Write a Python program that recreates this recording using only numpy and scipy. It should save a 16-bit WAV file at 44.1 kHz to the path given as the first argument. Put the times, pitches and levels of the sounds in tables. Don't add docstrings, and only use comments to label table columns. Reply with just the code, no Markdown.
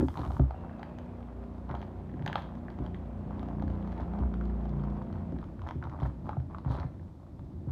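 import sys
import numpy as np
from scipy import signal
from scipy.fft import rfft, irfft, next_fast_len
from scipy.io import wavfile
from scipy.ndimage import map_coordinates

SR = 44100
rng = np.random.default_rng(int(sys.argv[2]) if len(sys.argv) > 2 else 0)


def volts_from_decibels(level):
    exponent = np.asarray(level, float) / 20
    return 10 ** exponent


def output_pcm(signal):
    pcm = np.clip(np.atleast_2d(signal).T, -1, 1) * 32767
    wavfile.write(sys.argv[1], SR, np.round(pcm).astype(np.int16))


N = 340168

# (time [s], crackle level [dB])
HANDS = [(0, -66), (.5, -56.5), (.8, -54), (1.0, -60.5), (1.15, -57.5), (2.1, -59), (2.5, -55.5),
         (3.26, -58.5), (3.44, -52), (4.2, -49), (4.28, -58), (4.94, -51.5), (5.2, -56.5), (5.45, -57.5),
         (5.58, -67.5), (6.2, -66), (7.0, -66), (7.71, -71.5)]
# (frequency [Hz], relative density [dB per Hz])
CRISP = [(1500, -38), (2050, -11), (2550, -14), (2950, -6.5), (3250, -4.5), (3650, -6), (4400, -9),
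         (5200, -15.5), (6500, -21), (8500, -37), (11000, -30), (15000, -39), (17000, -76)]


def unit(x):
    return x / np.sqrt(np.mean(x ** 2) + 1e-20)


def curves(rows):
    times, *columns = np.transpose(rows)
    return [np.interp(np.arange(N) / SR, times, column) for column in columns]


def along(points, hz):
    f, values = np.transpose(points)
    return np.interp(np.log(hz + 1), np.log(f + 1), values)


def wobble(rate):
    coarse = np.arange(0, N + 16, 16)
    knots = rng.standard_normal(int(N * rate / SR) + 4)
    smooth = map_coordinates(knots, [coarse * rate / SR])
    return np.interp(np.arange(N), coarse, smooth)


def coloured(x, spectrum):
    m = 2 * next_fast_len(N // 2 + SR // 4)
    magnitude = volts_from_decibels(along(spectrum, np.fft.rfftfreq(m, 1 / SR)))
    cepstrum = irfft(np.log(magnitude + 1e-6), m)
    cepstrum[1:m // 2] *= 2
    cepstrum[m // 2 + 1:] = 0
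    response = np.exp(rfft(cepstrum))
    return irfft(rfft(x, m) * response, m)[:N]


def add(track, s, sound):
    i = round(s * SR)
    track[max(i, 0):i + len(sound)] += sound[max(-i, 0):]


def bumps():
    # (time [s], base level [dB], bounce frequency [Hz], modes below 200 Hz [dB], modes above [dB])
    blows = [(-0.006, -24, 73, 1.5, 0.5), (0.023, -35, 78, -8, 14.5), (0.188, -32, 75.3, 0, -5),
             (0.26, -26, 62.8, -6, -18), (0.393, -16, 64.6, -1.5, -7.5), (1.698, -30, 67, -1.5, -10.5),
             (2.137, -43, 78, 0, 6), (2.2, -42.5, 79, 15.5, 0), (2.797, -28.5, 60.4, -1.5, -5.5),
             (3.636, -29, 68, -10, -13), (4.002, -30, 67.7, -6, -9.5), (4.198, -21.5, 66.1, -5, -14),
             (5.321, -33, 63.5, 3.5, 1.5), (5.627, -34.5, 79.4, -18, -30), (5.751, -31.5, 76, 4.5, -6),
             (5.848, -34.5, 75.6, 2.5, -13), (6.02, -22.5, 63.4, -1.5, -14), (6.371, -33, 75.7, 7, -26),
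             (6.657, -29, 64.5, 6.5, -12), (6.698, -29, 61.7, 4.5, -5), (6.778, -30.5, 82, 1, -7.5),
             (6.844, -30.5, 67, 1.5, -11.5), (7.669, -31, 83, 3.5, -7.5)]
    # (frequency [Hz], relative level [dB], 60 dB decay time [s])
    table_modes = [(106.9, -8.5, 0.23), (130, 0, 0.18), (147, -8, 0.14), (261, -1.5, 0.16),
                   (294.8, 0.5, 0.1), (374, -5.5, 0.086), (540, -11, 0.059)]
    still_s, still_db_per_s = 6.868, 1200
    out, t = np.zeros(N + SR), np.arange(SR // 2) / SR

    def ring(hz, t60):
        build_up = 1 - np.exp(-(t * hz / 1.17) ** 2)
        return volts_from_decibels(-60 * t / t60) * build_up * np.sin(2 * np.pi * hz * t)

    for s, db, bounce_hz, panel_db, knock_db in blows:
        chance = rng.standard_normal(len(table_modes))
        modes = 0
        for (f, mode_db, t60), c in zip(table_modes, chance):
            drive_db = panel_db if f < 200 else knock_db
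            modes = modes + volts_from_decibels(drive_db + mode_db + 2.0 * c) * ring(f, t60)
        damping = volts_from_decibels(-still_db_per_s * (s < still_s) * (s + t - still_s).clip(0))
        add(out, s, volts_from_decibels(db + 3) * (ring(bounce_hz, 0.35) + modes) * damping)
    return out[:N]


def air():
    # (time [s], mean rumble level [dB], mean distant roar level [dB])
    background = [(0, -37.5, -62), (.6, -45, -53.5), (1.5, -50, -56), (2.5, -43, -54.5),
                  (3.5, -46.5, -52.5), (4.5, -47.5, -53.5), (5.3, -40.5, -53), (5.9, -39.5, -61.5),
                  (6.8, -43, -58.5), (7.1, -45, -64), (7.71, -43, -61.5)]
    # (frequency [Hz], relative density [dB per Hz])
    rumble_spectrum = [(12, -67.5), (20, -31), (45, -13.5), (64, -8.5), (76, -5), (89, 0), (102, -9),
                       (129, -9), (189, -11.5), (205, -14.5), (354, -18.5), (480, -41.5), (620, -64.5),
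                       (1060, -120)]
    roar_spectrum = [(250, -39.5), (380, -6), (450, -1), (600, 1), (950, -9), (1400, -17.5), (2200, -24.5),
                     (3200, -31), (5200, -52), (8000, -56.5), (12000, -89)]
    hiss_spectrum = [(1500, -35), (3500, 0.5), (6500, -7.5), (9500, -10.5), (10400, -14.5), (13000, -13),
                     (15500, -20)]
    early_spectrum = [(2500, -20.5), (5000, 1), (9000, -2), (10300, -4), (11500, -5), (15500, -6.5),
                      (17000, -61.5)]
    # (time [s], centre frequency [Hz], gain [dB])
    airy_path = [(.42, 2890, -93), (.55, 2780, -74), (.8, 2610, -72), (1.1, 2450, -75), (1.3, 2420, -100)]

    def noise(spectrum):
        return unit(coloured(rng.standard_normal(N), spectrum))

    rumble_db, roar_db = curves(background)
    rumble = volts_from_decibels(rumble_db + 1.3 * wobble(6.1)) * noise(rumble_spectrum)
    roar = volts_from_decibels(roar_db + 1.0 * wobble(5)) * noise(roar_spectrum)
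    hiss = volts_from_decibels(-81) * noise(hiss_spectrum)
    early = volts_from_decibels(-73.5) * (np.arange(N) < 0.39 * SR) * noise(early_spectrum)
    airy_hz, airy_db = curves(airy_path)
    carrier = np.sin(2 * np.pi * np.cumsum(airy_hz) / SR)
    airy = volts_from_decibels(airy_db) * wobble(250) * carrier
    return rumble + roar + hiss + early + airy


def slips(rate, spread_db, clump_db, bed):
    chance = rate / SR * volts_from_decibels(clump_db * wobble(30))
    strength = volts_from_decibels(spread_db * rng.exponential(size=N).clip(0, 3.5))
    size = (rng.random(N) < chance) * strength
    puff = np.exp(-np.arange(300) / SR / 0.00073)
    puffs = signal.fftconvolve(size, puff)[:N]
    return (puffs + bed) * rng.standard_normal(N)


def handling():
    # (start of hold [s], hold [s], crackle level [dB], crisp over dull [dB])
    grips = [(0.001, 0.0087, -35.5, -24), (0.144, 0.043, -53, -11), (0.184, 0.079, -41, -19),
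             (0.302, .11, -51.5, -12.5), (0.813, 0.049, -55, -17), (1.699, 0.015, -42.5, -23),
             (1.736, 0.042, -47.5, -25), (1.814, 0.013, -46.5, -17), (2.286, 0.01, -40, -14),
             (2.358, 0.016, -41.5, -16), (2.396, 0.054, -56, -14), (2.852, 0.019, -44.5, -21),
             (3.972, 0.03, -46.5, -23), (4.174, 0.046, -53.5, -27), (5.642, 0.063, -49, -23),
             (5.84, 0.024, -44, -24), (5.916, 0.063, -49, -21), (6.017, 0.043, -39.5, -22),
             (6.274, 0.05, -49, -22), (6.51, 0.035, -51.5, -29), (6.669, 0.046, -44, -24),
             (6.715, 0.066, -40.5, -22.5), (6.745, 0.098, -47.5, -20), (7.685, 0.05, -55.5, -24)]
    rise_db_per_s, fall_db_per_s = 602, 408.5
    t = np.arange(N) / SR
    rest_db, = curves(HANDS)
    dull_power = volts_from_decibels(rest_db) ** 2
    crisp_power = volts_from_decibels(rest_db - 21) ** 2
    for s, hold, db, bright_db in grips:
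        rise_db = rise_db_per_s * (s - t).clip(0)
        fall_db = fall_db_per_s * (t - s - hold).clip(0)
        power = volts_from_decibels(db - rise_db - fall_db) ** 2
        dull_power = dull_power + power
        crisp_power = crisp_power + power * volts_from_decibels(bright_db) ** 2
    return np.sqrt(dull_power), np.sqrt(crisp_power)


def crackle():
    # (frequency [Hz], relative density [dB per Hz])
    dull_spectrum = [(240, -27.5), (400, 0), (466, -13.5), (539, -4), (951, -1), (1440, -13), (2500, -31),
                     (3250, -49), (5500, -120)]
    dull_gain, crisp_gain = handling()
    crisp_slips = slips(rate=150, spread_db=5.0, clump_db=4.0, bed=0.09)
    dull_slips = slips(rate=450, spread_db=2.5, clump_db=2.5, bed=0.11) + .4 * crisp_slips
    dull = unit(coloured(dull_slips, dull_spectrum))
    crisp = unit(coloured(crisp_slips, CRISP))
    return volts_from_decibels(-1.5) * dull_gain * dull + volts_from_decibels(-8.5) * crisp_gain * crisp


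def small_snaps(count=70):
    s, chance = rng.uniform(0, N / SR, size=count), rng.standard_normal((count, 3))
    db = np.interp(s, *np.transpose(HANDS)) + 6.5 + 1 * chance[:, 0]
    body_hz = 1100 * np.exp(.27 * chance[:, 1])
    bright_db = -15.5 + 3.3 * chance[:, 2]
    return list(zip(s, db, body_hz, bright_db))


def snaps():
    # (time [s], base level [dB], body frequency [Hz], tick over body [dB])
    creases = [(0.084, -27.5, 875, -18.5), (0.103, -46, 1100, -12.5), (0.141, -43, 1080, -10),
               (0.155, -33.5, 1070, -29), (0.173, -28, 900, -14), (0.233, -34, 1150, -28),
               (0.242, -42, 910, -25), (0.25, -35, 990, -15), (0.306, -29.5, 765, -25),
               (0.318, -41.5, 990, -9), (0.367, -32, 950, -27.5), (0.396, -23.5, 644, -34.5),
               (0.508, -29.5, 796, -22), (0.544, -35, 750, -39), (0.647, -37, 685, -39),
               (0.695, -39, 1590, -28), (0.712, -38, 680, -28), (0.735, -44, 1490, -28),
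               (0.794, -34.5, 714, -19), (0.83, -33.5, 812, -10.5), (0.986, -40.5, 676, -6.5),
               (1.692, -39, 990, -18), (1.712, -39.5, 1930, -17), (1.751, -35.5, 930, -12),
               (1.816, -51, 1100, 0.5), (1.828, -41.5, 1900, -15), (2.096, -49, 1800, -15),
               (2.14, -47.5, 1700, -14.5), (2.194, -42, 1700, -25), (2.223, -42, 1940, -16),
               (2.262, -35, 1700, -1.5), (2.264, -28.5, 800, -40), (2.277, -35, 1690, -1),
               (2.28, -30.5, 900, -40), (2.329, -25.5, 1630, -12), (2.356, -18.5, 843, -14),
               (2.38, -30.5, 1690, -24), (2.421, -49, 1100, 0.5), (2.553, -42, 624, -13),
               (2.683, -33, 1640, -36), (2.702, -41.5, 910, -12), (2.788, -36.5, 880, -22),
               (2.863, -36.5, 866, -12), (2.945, -40, 1870, -12.5), (3.307, -36.5, 884, -24),
               (3.394, -44, 700, -7), (3.429, -31.5, 714, -17.5), (3.486, -38.5, 700, -16),
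               (3.597, -41, 1610, -17), (3.623, -31, 780, -22.5), (3.679, -40.5, 605, -11),
               (3.701, -37, 676, -17), (3.752, -46, 960, -14), (3.826, -54, 1100, -5),
               (3.875, -47, 1100, -5), (3.92, -43.5, 1090, -8), (3.927, -38, 780, -17),
               (3.999, -31.5, 713, -25), (4.136, -33, 770, -25), (4.189, -32, 770, -31),
               (4.235, -33.5, 910, -37), (4.34, -34, 1360, -18.5), (4.411, -32, 1365, -24),
               (4.454, -53, 1100, 0), (4.655, -36.5, 744, -21), (4.693, -58, 1100, 3),
               (4.837, -36, 1130, -16), (5.017, -32.5, 935, -49), (5.127, -42, 1310, -11),
               (5.157, -37, 910, -27), (5.387, -47, 1767, -9), (5.428, -38.5, 960, -26),
               (5.441, -46, 1030, -12), (5.593, -40.5, 1420, -27), (5.618, -37, 1030, -18),
               (5.672, -32, 895, -18), (5.688, -32, 970, -11), (5.709, -27.5, 910, -22),
               (5.826, -28.5, 1400, -25), (5.839, -34, 1280, -16.5), (5.853, -33, 930, -32),
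               (5.897, -39, 1420, -15), (5.926, -36, 970, -31), (6.001, -37.5, 1100, -13),
               (6.033, -42, 1100, -10), (6.257, -39, 870, -27), (6.292, -23.5, 830, -26),
               (6.3, -43, 770, -21), (6.331, -36.5, 1210, -33), (6.369, -30.5, 703, -43),
               (6.401, -45, 1490, -16), (6.51, -41, 880, -31), (6.547, -30.5, 1150, -31),
               (6.584, -34, 960, -19.5), (6.648, -34.5, 960, -30), (6.709, -32, 950, -30),
               (6.719, -35, 990, -27), (6.786, -32, 1390, -25), (6.799, -36.5, 990, -10),
               (6.83, -39, 1750, -27), (6.996, -49, 1700, -30), (7.266, -50.5, 1130, -21),
               (7.393, -44, 885, -18)]
    # (frequency [Hz], bandwidth [Hz], relative level [dB])
    film = [(750, 210, -3.5), (1150, 155, -1), (1690, 260, -0.5), (1940, 200, -9), (3160, 225, -13.5)]
    near_from_s, near_to_s = 1.6, 3.1
    body, ticks, t = np.zeros(N + SR), np.zeros(N + SR), np.arange(SR // 20) / SR
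    body_rise = 1 - np.exp(-(t / 0.00058) ** 2)
    tick_rise = 1 - np.exp(-(t / 0.00055) ** 2)
    tick_decay = volts_from_decibels(7.5 - 60 * t / 0.0038) + volts_from_decibels(-21 - 60 * t / 0.03)
    for s, db, hz, bright_db in creases + small_snaps():
        chance_db = 3 * rng.standard_normal(len(film))
        bend = np.exp(.025 * rng.standard_normal())
        own = volts_from_decibels(-60 * t * hz / 13) * np.sin(2 * np.pi * hz * t)
        stiff_db = 0.82 * (bright_db + 16.5)
        near_db = 4.5 * (near_from_s < s < near_to_s)
        pack = 0
        for (f, width, film_db), c in zip(film, chance_db):
            gain = volts_from_decibels(film_db + c + stiff_db * (f > 1400) + near_db * (f == film[-1][0]))
            pack = pack + gain * np.exp(-np.pi * width * t) * np.sin(2 * np.pi * f * bend * t)
        add(body, s, volts_from_decibels(db + 3.0) * body_rise * (own + 0.41 * pack))
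        add(ticks, s, volts_from_decibels(db + bright_db) * tick_decay * tick_rise * rng.standard_normal(len(t)))
    impulse = np.arange(N) == 0
    tick_norm = np.linalg.norm(coloured(impulse, CRISP))
    return body[:N] + coloured(ticks[:N], CRISP) / tick_norm


def room(x, count=3000):
    # (frequency [Hz], 60 dB decay time [s])
    decay_times = [(300, 0.15), (1500, 0.29), (4000, 0.39), (10000, 0.19)]
    out = np.zeros(N + SR)
    noise = rng.standard_normal((N // count + 1, SR // 3))
    hz, t, bins = signal.stft(noise, SR, nperseg=256)
    decay = volts_from_decibels(-60 * t / along(decay_times, hz)[:, None])
    tails = signal.istft(bins * decay, SR, nperseg=256)[1]
    for k, tail in enumerate(tails):
        piece = x[k * count:(k + 1) * count]
        answer = signal.fftconvolve(piece, tail / np.linalg.norm(tail))
        add(out, k * count / SR + .0034, answer)
    return out[:N]


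def engine():
    # (time [s], rotation frequency [Hz])
    shaft = [(.5, 30), (1.9, 30), (2.4, 29.9), (2.9, 29.55), (3.4, 29.3), (4.4, 29.1), (4.9, 28.95),
             (5.1, 28.7), (5.4, 28.05), (5.7, 27.6)]
    # (time [s], base level [dB])
    nearness = [(0.6, -52.5), (1.5, -49), (2.5, -51), (3.2, -48), (3.7, -44.5), (4.3, -45), (4.9, -46),
                (5.3, -47.5), (5.7, -65)]
    # (multiple of shaft speed, level over the base [dB], slow waver [dB])
    orders = [(2, 1.5, 0.5), (3, -1.5, -1), (4, -12, 2), (5, -7.5, 1.5), (6, -3, 2.5), (7, -2, 0),
              (8, -2.5, 1.5), (9, -10.5, 0), (10, -10, 2.5), (11, -13, 3), (12, -13, 3), (13, -13, 3.5),
              (14, -23.5, 0.5), (18, -18, 2.5), (24, -15.5, 3.5)]
    # (multiple, middle [s], half length to 1/e of the dB change [s], change [dB])
    swells = [(2, 1.41, 0.099, 6), (2, 3.55, 0.33, 5), (2, 4.56, 0.46, 9.5), (2, 5.24, 0.14, -11),
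              (3, 3, 0.079, 4.5), (3, 3.7, 0.12, 7.5), (3, 4.27, 0.14, 12), (3, 4.65, 0.38, -27),
              (5, 1.44, 0.18, -10), (5, 2.25, 0.18, 13.5), (5, 3.61, 0.21, 10.5), (5, 4.82, 0.28, 16.5),
              (6, 2.24, 0.2, 6), (6, 2.9, 0.068, 6.5), (6, 3.8, 0.38, 2), (6, 5.36, 0.14, 10.5),
              (7, 1.08, 0.2, -15), (7, 2.51, 0.19, 5.5), (7, 3.526, 0.31, 7.5), (7, 4.264, 0.26, 8),
              (7, 4.84, 0.26, 6), (8, 0.58, 1, 4), (8, 3.6, 0.4, -5.5), (7, 4.0, 0.071, -15),
              (10, 4.7, 0.59, -4.5), (9, 3.9, 0.25, -6), (8, 5.33, 0.12, 6.5), (9, 3.42, .4, 8.5),
              (10, 3.6, .6, 4.5), (12, 4.55, 0.21, 8), (14, 4.5, 0.57, 15)]
    turn = 2 * np.pi * np.cumsum(curves(shaft)[0]) / SR
    level_db, = curves(nearness)
    t = np.arange(N) / SR
    fade = np.clip((t - .45) / 0.15, 0, 1) * np.clip((5.9 - t) / 0.36, 0, 1)
    drone = 0
    for multiple, order_db, waver_db in orders:
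        k = round(multiple)
        db = level_db + order_db + waver_db * wobble(3.49)
        for order, s, half, swell_db in swells:
            if round(order) == k:
                db = db + swell_db * np.exp(-((t - s) / half) ** 2)
        gain = volts_from_decibels(db + 3 + 2.2 * wobble(12))
        phase = rng.uniform(0, 2 * np.pi) + 0.07 * k * wobble(7)
        drone = drone + gain * np.sin(k * turn + phase)
    return fade * drone


def slides():
    # (middle [s], half length to 1/e [s], level [dB])
    rubs = [(6.735, 0.04, -63.5), (6.045, 0.027, -70), (1.8, .025, -72)]
    # (frequency [Hz], relative density [dB per Hz])
    scrape_spectrum = [(2300, -19), (3200, 1), (4000, 3.5), (4800, -6.5), (7000, -19.5), (12000, -23),
                       (17000, -59)]
    t = np.arange(N) / SR
    swell = sum(volts_from_decibels(db) * np.exp(-((t - s) / half) ** 2) for s, half, db in rubs)
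    grit = slips(rate=650, spread_db=3.0, clump_db=5.0, bed=.15)
    return swell * unit(coloured(grit, scrape_spectrum))


def scene():
    wrapper = crackle() + snaps() + slides()
    reverberation = volts_from_decibels(-9.5) * room(wrapper)
    return (wrapper + reverberation + bumps() + engine() + air())[None]


def roll_off(x):
    return signal.sosfilt(signal.butter(12, 15500, fs=SR, output="sos"), x)


def record(dry):
    return roll_off(dry)


dry = scene()
out = record(dry)
output_pcm(out)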